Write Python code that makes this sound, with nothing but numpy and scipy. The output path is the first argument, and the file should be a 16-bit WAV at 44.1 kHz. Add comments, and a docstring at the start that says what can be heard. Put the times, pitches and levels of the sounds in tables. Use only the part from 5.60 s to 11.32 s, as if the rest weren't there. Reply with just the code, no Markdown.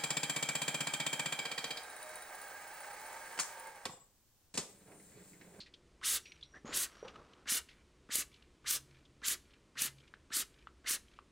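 """Trigger bottle in an open yard

A hand trigger bottle is pumped nine times at a truck tyre, after the fading end of an earlier spray.
Each squeeze is banded noise: dull drops open first and close last around the bright mist, with a spit
and thumps of the bottle. Between squeezes the trigger creaks as ringing noise, and air squeaks, whistles
and pops into the bottle. A shoe knocks and scuffs on concrete; filtered noise and wavering low tones
make the yard and far engines."""
import sys
import numpy as np
from scipy import signal
from scipy.fft import rfft, irfft, next_fast_len
from scipy.io import wavfile

SR = 44100
rng = np.random.default_rng(int(sys.argv[2]) if len(sys.argv) > 2 else 0)


def int16_out(signal):
    """Quantize to a 16-bit WAV file."""
    q = np.round(np.clip(np.atleast_2d(signal).T, -1, 1) * 32767)
    wavfile.write(sys.argv[1], SR, q.astype(np.int16))


N = 252187
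TIME = np.arange(N) / SR


def amp(db):
    """Turn decibels into a linear gain."""
    return 10 ** (np.asarray(db) / 20)


def rms_one(x):
    """Scale a signal to rms 1."""
    return x / np.sqrt(np.mean(x ** 2) + 1e-20)


def add(out, s, sound):
    """Mix a sound in at time s."""
    i = max(round(s * SR), 0)
    out[i:i + len(sound)] += sound[:N - i]


def lowpass(x, hz, order=2):
    """Roll off the treble above hz."""
    return signal.sosfilt(signal.butter(order, hz, fs=SR, output="sos"), x)


def at_hz(points, hz):
    """Read a spectrum's gain at these frequencies, in straight dB lines over log frequency."""
    f, db = np.transpose(points)
    return amp(np.interp(np.log(hz + 1), np.log(f), db))


def coloured(x, spectrum):
    """Give a steady signal a spectrum; rms 1."""
    half = next_fast_len(N)
    gain = at_hz(spectrum, np.linspace(0, SR / 2, half + 1))
    return rms_one(irfft(rfft(x, 2 * half) * gain)[:N])


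def resonate(x, hz, width_hz):
    """Two-pole resonance with gain 1 on top."""
    r = np.exp(-np.pi * width_hz / SR)
    zeros = np.array([1, 0, -1]) * (1 - r * r) / 2
    return signal.lfilter(zeros, [1, -2 * r * np.cos(2 * np.pi * hz / SR), r * r], x)


def resonant_noise(size, hz, width_hz, second_hz, second_width_hz):
    """Noise through two resonances in a row; rms 1."""
    first = resonate(rng.standard_normal(size), hz, width_hz)
    return rms_one(resonate(first, second_hz, second_width_hz))


def wavering_tone(hz, width_hz):
    """A tone on a pitch track whose strength and phase wander, spreading it over a narrow band."""
    size = len(hz)
    white = rng.standard_normal((2, size + SR))
    a, b = lowpass(white, width_hz / 2)[:, SR:]   # the first second lets the filter settle
    phase = 2 * np.pi * np.cumsum(hz) / SR
    return rms_one(a * np.cos(phase) + b * np.sin(phase))


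# colour of the open air: (frequency [Hz], relative density [dB per Hz])
YARD_COLOUR = [(13, -28), (24, -2.5), (33, -8), (80, -9), (146, -11.5), (275, -10.5), (360, -9.5),
               (800, -24.5), (1050, -21.5), (1630, -25.5), (2680, -26), (4270, -29.5), (8950, -34.5),
               (15500, -61)]
# swells of a far engine's drone: (loudest time [s], level added at the peak [dB])
ENGINE_SWELLS = [(3.281, -68.5), (4.28, -66)]
YARD_DB = -68
SWELL_S, DRONE_DB = 0.17, -81   # time from a swell's peak to 1/e; level between swells


def background(idle_db=-73, idle_hz=67, hum_db=-76, hum_hz=51):
    """Open-air rumble with a far engine's firing note, its swelling octave and a deeper hum."""
    air = amp(YARD_DB) * coloured(rng.standard_normal(N), YARD_COLOUR)
    firing_hz = np.full(N, idle_hz)
    firing = amp(idle_db) * wavering_tone(firing_hz, width_hz=17)
    swelling = amp(DRONE_DB) + sum(amp(db) * np.exp(-((TIME - s) / SWELL_S) ** 2) for s, db in ENGINE_SWELLS)
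    steady_octave = np.sin(2 * np.pi * 2 * idle_hz * TIME)
    drone = swelling * rms_one(steady_octave + .7 * wavering_tone(2 * firing_hz, width_hz=17))
    hum = amp(hum_db) * wavering_tone(np.full(N, hum_hz), width_hz=13)
    return air + drone + hum + firing


YARD_T60_S = 0.61


def yard_echo(x, early_db=-15, early_t60=0.19, early_hz=9000, late_db=-25, late_hz=4500, delay_s=0.0076):
    """Truck and ground answer at once; fence and shed scatter a weak, duller and longer tail."""
    t = np.arange(SR // 2) / SR
    tail = 0
    for db, t60, top_hz in (early_db, early_t60, early_hz), (late_db, YARD_T60_S, late_hz):
        scatter = rng.standard_normal(len(t)) * amp(-60 * t / t60) * (t > delay_s)
        tail = tail + amp(db) * lowpass(scatter / np.linalg.norm(scatter), top_hz, order=1)
    return signal.fftconvolve(x, tail)[:N]


def knocks(table, contact_s, rough):
    """Each knock is one heavily damped resonance with a little rattle in it."""
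    out, t = np.zeros(N), np.arange(SR // 8) / SR
    for s, level_db, hz, t60 in table:
        rattle = resonant_noise(len(t), hz, hz, hz, 2 * hz)
        envelope = amp(level_db - 60 * t / t60) * (1 - np.exp(-t / contact_s))
        add(out, s, envelope * (np.sin(2 * np.pi * hz * t) + rough * rattle))
    return out


# a shoe meets the concrete; the last row is a valve pop of the bottle:
# (time [s], level before the contact softens it [dB], pitch [Hz], t60 [s])
STEPS_AND_POP = [(1.047, -31, 248, 0.024), (1.091, -37, 303, 0.042), (1.427, -33, 438, 0.033),
                 (1.448, -36, 483, 0.053), (1.464, -44.5, 524, .06), (1.557, -40.5, 1245, 0.035)]
# the sole scuffs: (start [s], length [s], rubbing level [dB], grit level [dB])
SOLE_SCUFFS = [(.94, 0.032, -60, -65.5), (1.049, 0.13, -52.5, -55), (1.183, 0.23, -68.5, -64),
               (1.438, 0.07, -57.5, -62.5), (1.531, 0.092, -59.5, -68), (1.631, .2, -67.5, -72.5)]
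# colours of the rubbing sole and of the grit: (frequency [Hz], relative density [dB per Hz])
RUB_COLOUR = [(60, -13), (160, -4), (450, -4), (800, -10), (1300, -5.5), (2500, -39.5), (6000, -55)]
GRIT_COLOUR = [(300, -28.5), (800, -3), (1300, 4.5), (2100, -1), (2900, -3), (6000, -10.5), (10000, -30.5),
               (15000, -43)]
SCUFF_ATTACK_S, SCUFF_T60_S = .012, 0.1


def shoe_and_pop(grains_per_s=1500):
    """The sole lands, rubs and rolls over grit in scuffs that rise, hold and die; one valve pop joins in."""
    grains = rng.standard_normal(N) * ((rng.random(N) < grains_per_s / SR) + 0.053)
    rub = coloured(rng.standard_normal(N), RUB_COLOUR)
    grit = coloured(grains, GRIT_COLOUR)
    out = knocks(STEPS_AND_POP, contact_s=0.0018, rough=0.35)
    for start, length, rub_db, grit_db in SOLE_SCUFFS:
        rise = np.clip((TIME - start) / SCUFF_ATTACK_S, 0, 1)
        fall = amp(-60 * np.clip((TIME - start - length) / SCUFF_T60_S, 0, 2))
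        out += rise * fall * (amp(rub_db) * rub + amp(grit_db) * grit)
    return out


# resonances of the spray head: (centre [Hz], width [Hz], level [dB])
HEAD_RESONANCES = [(1480, 500, 0.5), (2397, 120, -0.5), (2900, 200, -6), (3240, 730, -3), (4200, 300, -7.5)]
RETURN_S = .075   # half the time that the piston takes to slide back


def refill(level_db=-73, slips_per_s=700, after_s=0.18, top_hz=4500):
    """After each squeeze the wet piston slides back with a faint, grainy rub."""
    sliding = sum(np.exp(-((TIME - row[1] - after_s) / RETURN_S) ** 2) for row in SQUEEZES)
    slips = (rng.random(N) < slips_per_s / SR) * rng.standard_normal(N) + 1e-18
    rub = np.zeros(N)
    for k, (hz, width_hz, db) in enumerate(HEAD_RESONANCES):
        rub += (-1) ** k * amp(db) * rms_one(resonate(slips, hz, width_hz))   # alternate polarity
    return amp(level_db) * sliding * rms_one(lowpass(rub, top_hz))


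def squeaks(table):
    """Air or liquid forced through a wet slit sounds a short, gliding, breathy note."""
    out = np.zeros(N)
    for s, length, level_db, first_hz, last_hz, width_hz in table:
        size = round(length * SR)
        note = wavering_tone(np.linspace(first_hz, last_hz, size), width_hz)
        add(out, s, amp(level_db) * signal.windows.tukey(size, .5) * note)
    return out


# whistles after the first two squeezes: (start [s], length [s], level before the fades and flicker [dB])
VENT_WHISTLES = [(0.601, 0.18, -68), (0.833, .19, -72.5), (1.26, .29, -73.5)]
WHISTLE_HZ, WHISTLE_RISE_HZ, WHISTLE_WIDTH_HZ = 5650, 170, 100
WHISTLE_FLICKER_DB, WHISTLE_FLICKER_S = 1, .025   # scale of the flicker; time between its random points


def vent():
    """A thin, flickering whistle that rises slightly as air refills the bottle."""
    steps = np.arange(0, TIME[-1], WHISTLE_FLICKER_S)
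    glide = (WHISTLE_HZ, WHISTLE_HZ + WHISTLE_RISE_HZ, WHISTLE_WIDTH_HZ)
    whistle = squeaks([(*row, *glide) for row in VENT_WHISTLES])
    flicker = np.interp(TIME, steps, rng.uniform(-1.8, 1, len(steps)))
    return whistle * amp(WHISTLE_FLICKER_DB * flicker)


# short wet squeaks: (start [s], length [s], level before the fades [dB], first and last pitch [Hz], width [Hz])
WET_SQUEAKS = [(.826, 0.011, -47.5, 2990, 4390, 200), (.933, .055, -56, 1605, 1940, 300),
               (1.045, .1, -59.5, 6500, 7330, 442)]


def wet_squeaks():
    """Single squeaks of air or liquid in a wet slit."""
    return squeaks(WET_SQUEAKS)


# the valve pops as the pump refills: (time [s], level of the low note before the head's filter [dB],
# pitch [Hz], t60 [s])
VALVE_POPS = [(4.539, -39, 1620, 0.0067), (5.0712, -38, 1300, 0.012), (5.5889, -39.5, 1196, 0.011)]


def pops(push_s=0.00061, snap_db=-10, snap_ratio=2.1, snap_t60=0.0037, clatter_db=-18, clatter_t60=0.048,
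         lowest_hz=750, top_hz=4200):
    """The valve's low note, an upper snap and a clatter; the small, soft head passes the middle range."""
    out, t = np.zeros(N), np.arange(SR // 8) / SR
    for s, level_db, hz, t60 in VALVE_POPS:
        note = np.sin(2 * np.pi * hz * t) * amp(-60 * np.maximum(t - push_s, 0) / t60)
        snap = np.sin(2 * np.pi * snap_ratio * hz * t) * amp(snap_db - 60 * t / snap_t60)
        clatter = resonant_noise(len(t), hz, hz, 2 * hz, 2 * hz) * amp(clatter_db - 60 * t / clatter_t60)
        add(out, s, amp(level_db) * (note + snap + clatter))
    head = signal.butter(2, [lowest_hz, top_hz], "band", fs=SR, output="sos")
    return signal.sosfilt(head, out + 1e-18)


# the trigger takes up its slack with a tick just before each squeeze
SLACK_LEAD_S, SLACK_DB, SLACK_HZ, SLACK_T60_S = 0.011, -52, 2050, 0.017
# fainter random ticks as the trigger returns: time range after the stop, mean level, spread, pitch range, ring
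TICK_AFTER_S, TICK_DB, TICK_SPREAD_DB, TICK_HZ, TICK_T60_S = (.09, 0.23), -60, 1.5, (1880, 3380), .03


def trigger_ticks(count=4):
    """List each stroke's small creaks: one as the slack is taken up, a few at random on the way back."""
    rows = []
    for start, stop, *_ in SQUEEZES:
        rows.append((start - SLACK_LEAD_S, SLACK_DB, SLACK_HZ, SLACK_T60_S))
        for _ in range(count):
            s = stop + rng.uniform(*TICK_AFTER_S)
            level_db = rng.normal(TICK_DB, TICK_SPREAD_DB)
            rows.append((s, level_db, rng.uniform(*TICK_HZ), TICK_T60_S))
    return rows


# the fading end of an earlier spray, then the loudest creaks of the plastic trigger:
# (time [s], level before decay and filter [dB], centre [Hz], t60 [s])
SPRAY_END_AND_CREAKS = [(.002, -43, 4330, 0.12), (.06, -55.5, 1890, 0.12), (.138, -45.5, 3300, 0.044),
                        (.654, -50.5, 2380, 0.15), (.719, -42.5, 2300, 0.027), (.809, -54, 3530, 0.054),
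                        (.829, -52, 3880, 0.096), (1.48, -43.5, 2730, 0.047), (1.556, -51.5, 2920, 0.026),
                        (1.733, -50.5, 2850, 0.022), (2.086, -54.5, 1930, 0.131),
                        (2.112, -55.5, 2203, 0.038), (2.741, -47.5, 3140, 0.026), (2.76, -56, 2330, 0.046),
                        (2.823, -52, 2900, .025), (3.309, -54, 2300, 0.027), (3.451, -57.5, 3300, 0.051),
                        (3.937, -55.5, 2780, 0.03), (4.383, -50, 3500, .016), (4.401, -58, 3200, 0.043),
                        (4.477, -56, 2880, 0.038), (4.941, -56.5, 3000, 0.023), (5.482, -54.5, 3150, 0.02)]


def spray_end_and_creaks(width_hz=450, body_hz=3100, body_width_hz=4500, ring_share=1.6, attack_s=.0018,
                         tick_share=0.26, tick_t60=0.0065, top_hz=6500):
    """The trigger slips with a tick, then rasps around one pitch; a spray's fading end is made the same way."""
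    out, t = np.zeros(N), np.arange(SR // 6) / SR
    for s, level_db, hz, t60 in [*SPRAY_END_AND_CREAKS, *trigger_ticks()]:
        rasp = resonant_noise(len(t), body_hz, body_width_hz, body_hz, body_width_hz)
        ring = rms_one(resonate(rasp, hz, width_hz))
        rub = rms_one(rasp + ring_share * ring) * amp(-60 * t / t60)
        tick = tick_share * rasp * amp(-60 * t / tick_t60)
        add(out, s, amp(level_db) * (1 - np.exp(-t / attack_s)) * (tick + rub))
    return lowpass(out + 1e-18, top_hz)


# thumps as the grip closes, at the pressure peak and on the rebound:
# (time after the start [s], level against the squeeze's thump [dB])
THUMPS_PER_SQUEEZE = [(-.007, -9), (.053, 0.5), (.084, -6)]
THUMP_HZ, THUMP_T60_S = 255, 0.024


def thumps():
    """The bottle thumps under the hand in the same pattern at every squeeze."""
    rows = []
    for start, *_, thump_db in SQUEEZES:
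        rows += [(start + after_s, thump_db + db, THUMP_HZ, THUMP_T60_S) for after_s, db in THUMPS_PER_SQUEEZE]
    return knocks(rows, contact_s=0.0018, rough=0.62)


# every squeeze opens with a dribble and a spit: (time after the start [s], length [s],
# level against the squeeze [dB], first pitch [Hz], last pitch [Hz], width [Hz]); pitches shift each time
SPITS_PER_SQUEEZE = [(-.012, .016, -23.5, 1263, 1600, 501), (.003, .014, -12.5, 1650, 2210, 499),
                     (.006, .016, -19, 3895, 4400, 800)]
SPIT_SPREAD = .08   # largest relative pitch shift of a squeeze, up or down


def spits():
    """The first liquid spits from the nozzle before the mist forms, at a slightly different pitch each time."""
    rows = []
    for start, _, level_db, *_ in SQUEEZES:
        pitch = 1 + SPIT_SPREAD * rng.uniform(-1, 1)
        for after_s, length, db, first_hz, last_hz, width_hz in SPITS_PER_SQUEEZE:
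            rows.append((start + after_s, length, level_db + db, pitch * first_hz, pitch * last_hz, width_hz))
    return squeaks(rows)


def glance(x, share, longest_s, count=6):
    """Rim, tyre and hand throw back near reflections that ripple the spectrum anew at each aim."""
    out = x.copy()
    for lag, sign in zip(rng.uniform(longest_s / 10, longest_s, count), rng.choice([-1, 1], count)):
        i = round(lag * SR) + 1
        out[i:] += sign * share * x[:-i]
    return out


# colour of the mist before each squeeze's tilt: (frequency [Hz], relative density [dB per Hz])
MIST_COLOUR = [(240, -43.5), (400, -21), (821, -25.5), (1100, -13), (1190, -9.5), (1690, -6), (2550, -7),
               (2970, -3.5), (3970, -3.5), (4220, -3), (5150, -3.5), (6190, -0.5), (8400, 0.5), (11100, -1),
               (15500, -6.5)]
LEAD_IN_S = .03   # room before the start for the soft opening


def squeeze(length, bright_db, peak_at, peak_db, build_s=0.028, build_power=0.62, open_s=0.012, close_s=0.0058,
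            linger_s=0.0062, sag_db=1.0, peak_s=0.0028, swell_db=3.0, swell_lead_s=0.035, swell_s=.011,
            swell_hz=4000, sputter_db=1.6, sputter_s=0.0082):
    """Coarse, dull drops come first; fine bright mist needs full pressure, so it starts later, stops sooner."""
    t = np.arange(SR // 4) / SR - LEAD_IN_S
    hz = np.linspace(0, SR / 2, len(t) // 2 + 1)
    tilt = amp(bright_db * np.log2((hz + 1) / 6000))
    hiss = rfft(rng.standard_normal(len(t))) * at_hz(MIST_COLOUR, hz) * tilt
    hiss = hiss / np.std(irfft(hiss))
    swell = np.exp(-((t - peak_at + swell_lead_s) / swell_s) ** 2)   # the flow overshoots while the cone opens
    surge = np.exp(-((t - peak_at) / peak_s) ** 2)   # pressure spikes as the trigger reaches full speed
    sag = amp(-sag_db * np.clip((t - peak_at) / (length - peak_at), 0, 1))
    edges = np.geomspace(100, 16000, 23)
    out = np.zeros(len(t))
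    for low, high in zip(edges, edges[1:]):
        fine = high / 10000   # fineness of the drops, 1 at 10 kHz
        opening = (1 + np.tanh((t - build_s * fine ** build_power) / open_s)) / 2
        closing = (1 - np.tanh((t - length + linger_s * np.log2(fine)) / (2 * close_s))) / 2
        uneven = rng.standard_normal(size=64)
        sputter = sputter_db * np.interp(t, np.arange(len(uneven)) * sputter_s, uneven)
        surge_accent = peak_db * surge * min(fine, 1) ** .7
        swell_accent = swell_db * swell * np.exp(-np.log2(high / swell_hz) ** 2 / 2)
        band = irfft(hiss * ((hz >= low) & (hz < high)), len(t))
        out += band * opening * closing * amp(surge_accent + swell_accent + sputter)
    return out * sag


# squeezes: (start [s], stop [s], level before accents and reflections [dB], brightness [dB per octave],
# pressure peak at the finest drops [dB], reference level of the bottle's thumps [dB])
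SQUEEZES = [(0.424, 0.574, -33.5, -0.6, 0, -53.5), (1.117, 1.251, -35, -0.46, 6, -49),
            (1.867, 1.986, -34, -1.14, 3, -37), (2.5, 2.618, -35, -0.15, 8.5, -33),
            (3.054, 3.168, -34, 0.25, 7.5, -45), (3.628, 3.739, -34.5, -0.4, 10.5, -40),
            (4.165, 4.274, -35.5, -0.76, 10.5, -39.5), (4.713, 4.82, -35, -0.5, 7, -38.5),
            (5.254, 5.356, -35, -0.7, 5.5, -41.5)]
PEAK_AFTER_S = .056   # the pressure peaks this long after each start
PEAK_HZ, PEAK_Q = (1800, 11700), 16   # range and sharpness of random narrow peaks that colour each spray's noise


def sprays(peak_share=0.29, drum_db=-26, drum_hz=300, drum_width_hz=480, flight_s=0.055):
    """The jets, each with its own random peaks and reflections, then their soft drumming on the rubber."""
    out = np.zeros(N)
    for start, stop, level_db, bright_db, peak_db, _ in SQUEEZES:
        jet = squeeze(stop - start, bright_db, PEAK_AFTER_S, peak_db)
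        peaks_hz = rng.uniform(*PEAK_HZ, size=3)
        peaks = sum(resonate(jet, hz, hz / PEAK_Q) for hz in peaks_hz)
        jet = glance(jet + peak_share * peaks, share=0.084, longest_s=.004)
        t = np.arange(len(jet)) / SR - LEAD_IN_S
        wetting = np.sin(np.pi * np.clip((t - flight_s) / (stop - start - .02), 0, 1)) ** 2
        drum = resonant_noise(len(t), drum_hz, drum_width_hz, drum_hz, drum_width_hz)
        add(out, start - LEAD_IN_S, amp(level_db) * (jet + amp(drum_db) * wetting * drum))
    return out


def scene():
    """Bottle and shoe close by, their echo and the yard, alike in both channels."""
    quiet_parts = refill() + vent() + wet_squeaks() + pops() + spray_end_and_creaks()
    strokes = thumps() + spits() + sprays()
    near = quiet_parts + strokes + shoe_and_pop()
    return np.tile(near + yard_echo(near) + background(), (2, 1))


CUTOFF_HZ = 15750


def record(dry):
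    """The top is cut steeply."""
    return signal.sosfilt(signal.ellip(12, .1, 80, CUTOFF_HZ, fs=SR, output="sos"), dry)


dry = scene()
out = record(dry)
int16_out(out)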